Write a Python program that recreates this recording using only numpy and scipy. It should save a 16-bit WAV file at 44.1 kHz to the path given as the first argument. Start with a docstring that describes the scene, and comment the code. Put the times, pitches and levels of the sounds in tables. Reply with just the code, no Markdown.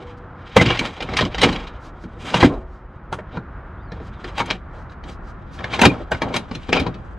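"""Pickup tailgate and camper hatch

A steel tailgate and camper hatch are unlatched, swung and knocked about an arm's length from a small camera.
Each knock is a short chatter of metal contacts ringing panel, frame and latch; loose parts rattle and squeak,
sheet tones linger and a sleeve swishes as soft noise. Filtered noise makes a road far off and light wind
rumbling on the microphone; a bird, faint with distance, calls twice in gliding tones blurred to a hiss."""
import sys
import numpy as np
from scipy import signal
from scipy.fft import rfft, irfft, next_fast_len
from scipy.io import wavfile
from scipy.ndimage import uniform_filter1d

SR = 44100
rng = np.random.default_rng(int(sys.argv[2]) if len(sys.argv) > 2 else 0)


def master(y):
    """Save y as 16-bit WAV."""
    cut = np.clip(np.atleast_2d(y).T, -1, 1)
    pcm = np.round(cut * 32767)  # scale
    wavfile.write(sys.argv[1], SR, pcm.astype(np.int16))


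N = 316638
T = np.arange(N) / SR

# metal knocks; panel, frame and tick levels are relative to the latch, pitches are those of the struck spot:
# start_s, latch_peak_db, panel_db, frame_db, tick_db, latch_pitch_hz, frame_pitch_hz, chatter_t60_s
KNOCKS = [(0.5658, -4, -.5, 8, -17.5, 2050, 536, 0.018), (.612, -7, 5, 1, -20, 2150, 654, .015),
          (0.6603, -13.5, 6.5, -17, -26, 2880, 503, 0.064),
          (0.7041, -10.5, -3.5, -1, -32, 2850, 810, 0.018), (.772, -18, -6, -24, -40, 2140, 1230, 0.039),
          (0.7925, -8, -10, -23, -17.5, 2300, 925, 0.017), (.8103, -31, -11, 14, -23, 2295, 940, 0.025),
          (1.0051, -18, -14, -1.5, -41, 2090, 730, .028), (1.0248, -19, -14, -11, -23, 2470, 589, .043),
          (1.0887, -28, 3, 8, -32, 2200, 550, 0.043), (1.1358, -19, 1.5, 2, -37, 2080, 1260, .038),
          (1.1696, -8, -22, -34, -16, 2290, 781, 0.025), (1.1893, -13, -4, 4, -24, 2300, 1054, 0.053),
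          (1.2094, -11.5, -2.5, -3, -26, 3270, 615, 0.043), (1.2244, -24, 11, 10.5, -29, 2360, 1036, 0.045),
          (1.2508, -19, -3, -23, -22, 2965, 538, 0.029), (1.3457, -16, -22, -3, -46, 3790, 750, .022),
          (1.3821, -15, -6, -10, -32, 2050, 820, 0.051), (1.4161, -7, -11, -17, -15, 3995, 985, .04),
          (1.4326, -6.5, -1, -5.5, -27, 2180, 1030, .02), (1.4446, -12, 2, -16, -34, 2270, 875, 0.028),
          (1.49, -20, 6, 2, -35, 2260, 1020, .038), (1.5276, -20, -2, -16, -22, 4000, 781, 0.04),
          (1.561, -21, -4, 0.5, -38, 3300, 720, .03), (1.672, -30.5, -21, -11.5, -32, 2440, 781, .03),
          (2.0384, -45, 20.5, 11, -16, 2390, 723, 0.025), (2.3424, -9, -1, 5, -20, 2860, 966, 0.013),
          (2.4059, -12, -11, -5, -26, 1890, 1170, 0.041), (2.428, -10.5, 13, 10.5, -28, 2070, 700, .045),
          (2.5372, -41, 12, 9, -26, 2335, 654, .028), (3.1269, -24, 3, 11, -10, 1940, 725, 0.011),
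          (3.1884, -40.5, 0, 19.5, -37, 2420, 606, 0.033), (3.356, -44.5, 16, -3, -40.5, 2670, 746, 0.031),
          (3.371, -36, 20.5, 13.5, -20.5, 2400, 955, 0.019), (3.9189, -30, 2, 4.5, -35, 1850, 1670, .021),
          (4.0009, -47.5, 24.5, 20.5, -31, 1910, 650, .022), (4.243, -25, -3, 2, -39, 1930, 1730, .025),
          (4.3808, -17, -8, -1, -14, 2560, 850, .02), (4.4018, -14, -4, 8, -22, 2224, 920, .058),
          (4.4604, -39.5, -6, -4, 4, 2040, 818, .028), (4.503, -12, -7.5, -12.5, -37, 2500, 570, .038),
          (4.8975, -42.5, 4, -6.5, -24, 2240, 1640, .024), (4.9202, -42.5, 0, 9, -27, 2000, 1230, 0.022),
          (5.0379, -34.5, 2.5, 1.5, -24, 1960, 912, 0.032), (5.5894, -30.5, 0, 2, -30, 2540, 1670, .032),
          (5.606, -34, 3, 13.5, -32, 2300, 1615, .02), (5.642, -19, -4.5, 2.5, -42, 2100, 1700, 0.014),
          (5.736, -17, -2.5, -2, -26, 2440, 1180, .017), (5.793, -12, -18, 5, -21, 2170, 915, .027),
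          (5.816, -2, -2, -4, -15, 2680, 956, 0.036), (5.8345, -10.5, 2, 8, -21, 2000, 930, 0.022),
          (5.8534, .5, 0, -9, -17, 2367, 1012, .028), (6.117, -18, 3.5, 11, -11, 1860, 1500, .012),
          (6.147, -30, 0, 14, -37, 1950, 1500, .025), (6.219, -13.5, -7, 7.5, -18, 2340, 944, 0.032),
          (6.341, -15, -2.5, -1.5, -17.5, 2960, 1110, .025),
          (6.3635, -12, -10.5, -7, -11, 2710, 936, 0.038), (6.5122, -29.5, 11.5, 5, -36, 2890, 1190, 0.022),
          (6.5516, -21, -1.5, -14, -23, 2710, 1000, 0.016), (6.691, -26.5, 10.5, 4, -37, 2400, 946, .018),
          (6.7284, -5, -12, 1.5, -34, 2340, 820, 0.046), (6.798, -16, 5, -17, -18, 2280, 920, 0.033),
          (6.8659, -24, 8.5, 5, -30, 2510, 988, 0.039), (6.9424, -35, 3, -8, -25, 2540, 1050, .042)]
# ringing modes of the sheet panel: pitch_hz, level_db, t60_s
PANEL = [(74.3, -5.5, 0.19), (117.6, -6, 0.46), (184.4, 1.5, .25), (240, -2.5, .2), (290.6, 0, 0.16),
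         (349.8, 0.5, 0.2), (422.4, -3.5, 0.25)]
# ringing modes of the frame: pitch_hz, level_db, t60_s
FRAME = [(492, -8.5, 0.062), (583, -18, 0.11), (673, -11, 0.23), (766, -4, 0.1), (837, -5.5, 0.11),
         (972, -7, 0.08), (1210, -21.5, 0.039), (1120, -9, 0.12), (1404, -11.5, 0.066), (1580, -7.5, 0.096),
         (1716, 1, 0.033)]
# ringing modes of the latch parts: pitch_hz, level_db, t60_s
LATCH = [(1840, -13, 0.014), (2388, -5.5, 0.11), (2650, -1, 0.02), (2895, -6, 0.047), (3480, -7, 0.01),
         (3814, -8, 0.12), (4070, -9, 0.068), (4400, -21, 0.046), (4960, -13.5, 0.067), (5300, -12, .05)]


def undb(db):
    """Turn dB into an amplitude factor."""
    return 10 ** (np.asarray(db) / 20)


def unit(x):
    """Scale to rms 1."""
    return x / np.sqrt(np.mean(x ** 2, axis=-1, keepdims=True))


def curves(table):
    """Join the table's columns by straight lines in time."""
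    time_s, *columns = np.transpose(table)
    return [np.interp(T, time_s, column) for column in columns]


def band(x, lo_hz, hi_hz):
    """Band-pass with gentle skirts."""
    edges_hz = [lo_hz, min(hi_hz, .45 * SR)]
    return signal.sosfilt(signal.butter(2, edges_hz, "bandpass", fs=SR, output="sos"), x)


def colour(x, spectrum):
    """Filter a long noise by a spectrum of (pitch_hz, level_db) points."""
    hz, db = np.transpose(spectrum)
    size = next_fast_len(N)
    bins_hz = np.maximum(np.arange(size // 2 + 1) * SR / size, 1)
    gain = undb(np.interp(np.log(bins_hz), np.log(hz), db))
    return irfft(rfft(x, size) * gain, size)[..., :N]


def walk(rate):
    """Random levels held for 1 / rate s, then smoothed twice; spread near 1."""
    hold = int(SR / rate)
    steps = np.repeat(rng.standard_normal(N // hold + 1), hold)
    return 1.33 * uniform_filter1d(uniform_filter1d(steps, hold), hold)[:N]


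def gate(start_s, end_s, edge_samples):
    """On between two times, with short ramps against clicks."""
    return uniform_filter1d(1. * ((T > start_s) & (T < end_s)), size=edge_samples)


def swell(peak_s, rise_s, fade_s):
    """Power that grows to 1 at peak_s and dies away, each at an even rate in dB (s per 60 dB)."""
    before = (peak_s - T) / max(rise_s, .002)
    after = (T - peak_s) / max(fade_s, .01)
    return np.exp(-2 * np.log(1000) * np.where(T < peak_s, before, after))


def whistle(hz, spread_hz):
    """A tone blurred into a narrow hiss by quick random swings of size and sign."""
    return walk(spread_hz) * np.sin(2 * np.pi * np.cumsum(hz * np.ones(N)) / SR)


def contacts(count, per_s, spread_db):
    """Sparse metal contacts of very uneven size and random sign."""
    hit = rng.random(count) < per_s / SR
    sign = rng.choice([-1., 1.], count)
    return hit * sign * undb(spread_db * rng.exponential(size=count))


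def ring(modes, t, scatter_db):
    """Decaying modes; each blow lands elsewhere and so weights and detunes them anew."""
    hz, db, t60_s = np.transpose(modes)[:, :, None]
    weight, detune = rng.standard_normal((2, len(modes), 1))
    envelope = undb(db + scatter_db * weight - 60 * t / t60_s)
    return np.sum(envelope * np.sin(2 * np.pi * hz * (1 + .012 * detune) * t), axis=0)


def outdoors():
    """Distant road as noise whose low and high bands flicker apart, and wind rumble on the microphone ports."""
    # far road and wind at the microphone: start_s, road_level_db, wind_level_db
    air = [(0.0, -47.5, -43), (0.44, -44.5, -44.5), (0.68, -59, -35.5), (1.08, -46, -40),
           (1.38, -46.5, -28.5), (1.64, -44.5, -36), (2.1, -48, -39), (2.42, -40, -47), (2.56, -51.5, -32),
           (2.88, -49, -41.5), (3.24, -44.5, -43), (4.38, -44.5, -36), (4.66, -45.5, -38.5),
           (5.54, -44.5, -38), (5.8, -41, -52.5), (5.98, -46.5, -35.5), (6.24, -47, -40),
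           (7.18, -44.5, -38.5)]
    # spectrum of the far road: pitch_hz, level_db
    road_colour = [(41, -39), (70, -6), (217, -17.5), (237, -21), (369, -22), (451, -26), (1340, -23),
                   (1860, -32.5), (2430, -43), (14000, -99)]
    road_db, wind_db = curves(air)
    mid, side = colour(rng.standard_normal((2, N)), road_colour)
    scale = np.std(band(mid, 700, 1600))  # the road level is that of this band
    low = band(mid, 40, 500)
    mid = low * undb(0.63 * walk(4.1)) + (mid - low) * undb(1.2 * walk(7))
    side = .45 * (side - 0.78 * band(side, 40, 500))  # the lows are more nearly alike in both ears
    road = undb(road_db) / scale * np.array([mid + side, mid - side])
    common, opposed = unit(band(band(rng.standard_normal((2, N)), 29, 64), 13, 90))
    wind = common + 0.22 * opposed * np.array([[1], [-1]])
    return road + undb(wind_db + 0.73 * walk(4)) * wind


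def rattle():
    """Dense small contacts and rubbing ring the latch modes, and the panel shudders under the hand."""
    # bouts of handling that shake the loose parts; top is relative to rattle, rise and fade are per 60 dB:
    # peak_s, rattle_db, top_db, shudder_db, rise_s, fade_s
    shakes = [(0, -54, -18, -39.5, 1, .8), (.57, -26, -14, -16, -0.0837, 0.39),
              (.71, -26, -23, -25.5, .5, 0.36), (.83, -34.5, -15.5, -27, 0.1, 0.42),
              (1.03, -45, -25, -34, 0.5, 1.5), (1.13, -36, -21, -29, 0.12, 0.07),
              (1.19, -25, -18, -30, 0.06, 0.13), (1.26, -39, -17.5, -24, -0.3, 0.12),
              (1.435, -20, -17, -18.5, 0.12, 0.34), (1.55, -40.5, -23, -30.5, 1.3, 0.59),
              (1.87, -68, -17, -48, 0.7, 3.5), (2.24, -48, -5, -36, 0.2, .5),
              (2.345, -21, -14, -30.5, 0.1059, 0.15), (2.38, -29.5, -14.5, -25, 0.4445, 0.26),
              (2.43, -23, -15.5, -14.5, 0.1746, 0.1842), (2.53, -52, -11.5, -25, 0.5, 0.34),
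              (3.14, -47, -4, -30, -0.05, 0.14), (3.21, -59.5, -9.5, -41.5, 0.1, 0),
              (3.37, -45.5, -28, -32, 0.2, -0.11), (3.93, -55, -22, -47.5, -0.4, 1.3),
              (4.26, -52.5, -15, -45, .4, 1), (4.395, -23.5, -16, -34, 0.08, 0.06),
              (4.51, -32, -25, -28, 0.22, 0.14), (4.8, -61, -13.5, -40, .5, -0.4),
              (5.1, -51.5, -9, -34, 0.17, 0.1), (5.62, -48.5, -19, -40.5, 0.5, 1.2),
              (5.745, -29.5, -17.5, -25, 0.16, 0.17), (5.855, -21.5, -15, -11.5, 0.19, 0.13),
              (5.92, -42, -16.5, -23.5, 0.17, 0.47), (6.13, -41, -14, -40, 0, 0.2),
              (6.23, -51, -18, -24, -0.47, 0.44), (6.29, -49, -20, -28, .3, 0.58),
              (6.37, -31, -17, -23.5, 0.18, 0.13), (6.56, -52, -15, -47, 0.5, 1.7),
              (6.75, -28.5, -33, -15, -0.01, .3), (6.85, -62, -14, -29, -1.3, .4),
              (7.1, -64, -8, -50, .6, .8)]
    # spectrum of the scraping: pitch_hz, level_db
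    scrape_colour = [(300, -22.5), (600, 2.5), (1000, 4), (2000, 1), (3000, 3.5), (4500, -7), (6500, -18.5),
                     (9000, -39)]
    # spectrum of the bright top: pitch_hz, level_db
    bright_colour = [(3500, -25.5), (5800, -4), (8000, -4), (11000, -17), (15000, -40)]
    rest_db, rest_shudder_db, rest_top_db = -77.5, -55, -15  # the parts never lie quite still
    # what each knock adds, against its own latch and panel level
    jolt_db, jolt_shudder_db, jolt_fade_s = -22, -17.5, 0.15

    bouts = list(shakes)
    for start_s, latch_db, panel_db, *_ in KNOCKS:
        shudder_db = latch_db + panel_db + jolt_shudder_db
        bouts.append((start_s, latch_db + jolt_db, rest_top_db, shudder_db, 0, jolt_fade_s))

    # overlapping bouts add as powers
    loose_power = undb(rest_db) ** 2
    bright_power = undb(rest_db + rest_top_db) ** 2
    shudder_power = undb(rest_shudder_db) ** 2
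    for peak_s, db, top_db, shudder_db, rise_s, fade_s in bouts:
        shape = swell(peak_s, rise_s, fade_s)
        loose_power = loose_power + shape * undb(db) ** 2
        bright_power = bright_power + shape * undb(db + top_db) ** 2
        shudder_power = shudder_power + shape * undb(shudder_db) ** 2

    t = np.arange(SR // 4) / SR
    rubbing = rng.standard_normal(N)
    grit = unit(unit(contacts(N, 4000, 2.5)) + rubbing) * undb(3.6 * walk(60))
    rings = unit(signal.fftconvolve(grit, ring(LATCH, t, 1.0))[:N])
    scrape = unit(colour(grit, scrape_colour)) + undb(-11) * rings
    scrape = scrape / np.std(band(scrape, 2680, 6000))  # the rattle level is that of this band
    top = unit(colour(grit, bright_colour))

    drag = band(band(rng.standard_normal(N) * undb(2.5 * walk(50)), 90, 800), 60, 1400)
    shaken = signal.fftconvolve(drag, ring(PANEL + FRAME[:5], t, 0.53))[:N]
    shudder = unit(unit(shaken) + undb(6.0) * unit(drag))
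    return np.sqrt(loose_power) * scrape + np.sqrt(bright_power) * top + np.sqrt(shudder_power) * shudder


def lingering_tones():
    """Single sheet modes outlast a blow, fading slowly with an unsteady level."""
    # sheet tones, the first from a blow just past: start_s, pitch_hz, level_db, t60_s
    lingers = [(0, 487, -47, 2.9), (2.439, 365.6, -38, 1.5), (2.44, 665, -25, 0.59)]
    out = np.zeros(N)
    for start_s, hz, db, t60_s in lingers:
        age_s = T - start_s
        level = undb(db - 60 * np.abs(age_s) / t60_s + 3.5 * walk(25))
        out += (age_s > 0) * level * np.sin(2 * np.pi * hz * age_s)
    return out


def swishes():
    """Sleeve and hand brush past as broad soft noise that swells and fades."""
    # soft swishes: peak_s, level_db, half_length_s
    brushes = [(0.18, -62, 0.01), (0.5, -62, 0.014), (1.853, -53.5, 0.038), (2.027, -58.5, 0.027),
               (2.748, -68, 0.05), (4.06, -61.5, 0.037), (4.796, -63, 0.053), (4.92, -65.5, 0.024),
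               (5.111, -51.5, 0.032), (5.283, -60, 0.038), (5.552, -52.5, 0.031)]
    level = sum(undb(db) * np.exp(-((T - peak_s) / half_s) ** 2) for peak_s, db, half_s in brushes)
    return level * undb(1.4 * walk(70)) * unit(band(rng.standard_normal(N), 1800, 5700))


def knocks():
    """Each chatter of contacts drives panel, frame, latch and tick; softer contact reaches the lower parts."""
    # short bright ticking modes: pitch_hz, level_db, t60_s
    tick = [(6500, -8, .06), (6340, 7, 0.039), (7500, -5, 0.1), (7500, -6, .06), (9340, -6, 0.13)]
    # countless unresolved sheet modes around panel, frame, latch and tick; level is against the clear modes:
    # low_hz, high_hz, t60_s, level_db, contact_half_width_ms
    sheets = [(61, 495, 0.22, 0.5, 1.52), (394, 1950, 0.061, -0.5, 0.23), (1540, 4800, 0.044, 0.5, .07),
              (5470, 10000, .035, -2, .005)]
    build_up_s = .003  # the first small contacts before the main one
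    out, t = np.zeros(N + SR), np.arange(SR // 4) / SR
    lead = SR // 40
    u = t[:SR // 10] - lead / SR  # time from the main contact, s
    for start_s, latch_db, panel_db, frame_db, tick_db, latch_hz, frame_hz, chatter_s in KNOCKS:
        shape = np.where(u < 0, 0.7 * np.exp(u / build_up_s), undb(-60 * u / chatter_s))
        blow = contacts(len(u), 3000, 2.18)
        blow[lead] = 4.22  # the main contact
        blow = blow * shape
        # the spot that was struck adds a strong mode to frame and latch
        parts = PANEL, FRAME + [(frame_hz, 9, .05)], LATCH + [(latch_hz, 11, .05)], tick
        levels_db = panel_db, frame_db, 0, tick_db
        i = int(start_s * SR) - lead
        for modes, db, (lo_hz, hi_hz, t60_s, sheet_db, half_ms) in zip(parts, levels_db, sheets):
            sheet = band(rng.standard_normal(len(t)) * undb(-60 * t / t60_s), lo_hz, hi_hz)
            body = unit(ring(modes, t, 2.2)) + undb(sheet_db) * unit(sheet)
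            push = np.hanning(int(half_ms * SR / 500) + 3)
            part = signal.fftconvolve(np.convolve(blow, push), body)[:len(t)]
            part = part * np.cos(2 * np.pi * t) ** 2  # fades to nothing by 0.25 s
            out[i:i + len(t)] += undb(latch_db + db) * part / np.abs(part).max()
    return out[:N]


def squeaks():
    """Latch parts squeak as they slide: rough tones of steady pitch."""
    # squeaks: start_s, end_s, pitch_hz, level_db
    slides = [(0.582, 0.61, 2060, -17), (0.655, 0.702, 2803, -24), (0.707, 0.745, 2300, -27.5),
              (5.844, 5.918, 2413, -30), (6.736, 6.796, 2450, -28)]
    out = np.zeros(N)
    for start_s, end_s, hz, db in slides:
        out += gate(start_s, end_s, 400) * undb(db) * whistle(hz, 220)
    return out


def bird():
    """Faint gliding calls, blurred by distance."""
    # glides of the bird, the first two overlapping as one call; points of each: time_s, pitch_hz, level_db
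    glides = [
        [(3.78, 3300, -64), (3.8, 3600, -62), (3.825, 3740, -67)],
        [(3.815, 4750, -67), (3.86, 4760, -67), (3.885, 4300, -70), (3.91, 3900, -70)],
        [(4.125, 3150, -60), (4.145, 3840, -57), (4.18, 3500, -57), (4.21, 3330, -58), (4.235, 3250, -64)],
    ]
    out = np.zeros(N)
    for glide in glides:
        hz, db = curves(glide)
        out += gate(glide[0][0], glide[-1][0], 300) * undb(db) * whistle(hz, 350)
    return out


def scene():
    """Metal close by with its short echo, over the open air, in a stereo image that starts centred and widens."""
    # where the hands work, ahead of the narrowing below: time_s, left_minus_right_db
    hands = [(4.2, 3), (4.7, 1.5), (5.5, 1), (5.72, .8), (6.15, 0.2), (6.4, 1.5), (7.18, 2.8)]
    # stereo width, 0 centred to 1 full: time_s, width
    spread = [(0, 0), (3.9, 0), (4.05, 0.09), (4.35, 0.25), (4.6, 0.4), (5.2, 0.65), (7.18, 0.98)]
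    metal = knocks() + rattle() + lingering_tones() + squeaks() + swishes()
    near = band(metal, 78, 21000)  # the thin panels radiate no deep bass
    pan_db, = curves(hands)
    # ground and truck body return a short echo, different at each microphone
    t = np.arange(SR // 8) / SR
    tail = band(rng.standard_normal((2, len(t))) * undb(-60 * t / 0.094), 200, 11000)
    tail = tail / np.sqrt(np.sum(tail[0] ** 2))
    echo = signal.fftconvolve(near[None], tail, axes=1)[:, :N]
    panned = near * undb(np.array([pan_db, -pan_db]) / 2)
    left, right = panned + undb(-9.5) * echo + outdoors() + bird()
    left = np.roll(left, 1)  # the left port sits a little further away: one sample
    width, = curves(spread)
    mid, side = (left + right) / 2, width * (left - right) / 2
    return np.array([mid + side, mid - side])


def record(dry):
    """Peaks beyond full scale clip; a steep low-pass then cuts the top."""
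    low_pass = signal.ellip(10, .2, 90, 15660, fs=SR, output="sos")  # ripple dB, stopband dB, edge Hz
    return signal.sosfilt(low_pass, np.clip(dry, -1, 1))


dry = scene()
out = record(dry)
master(out)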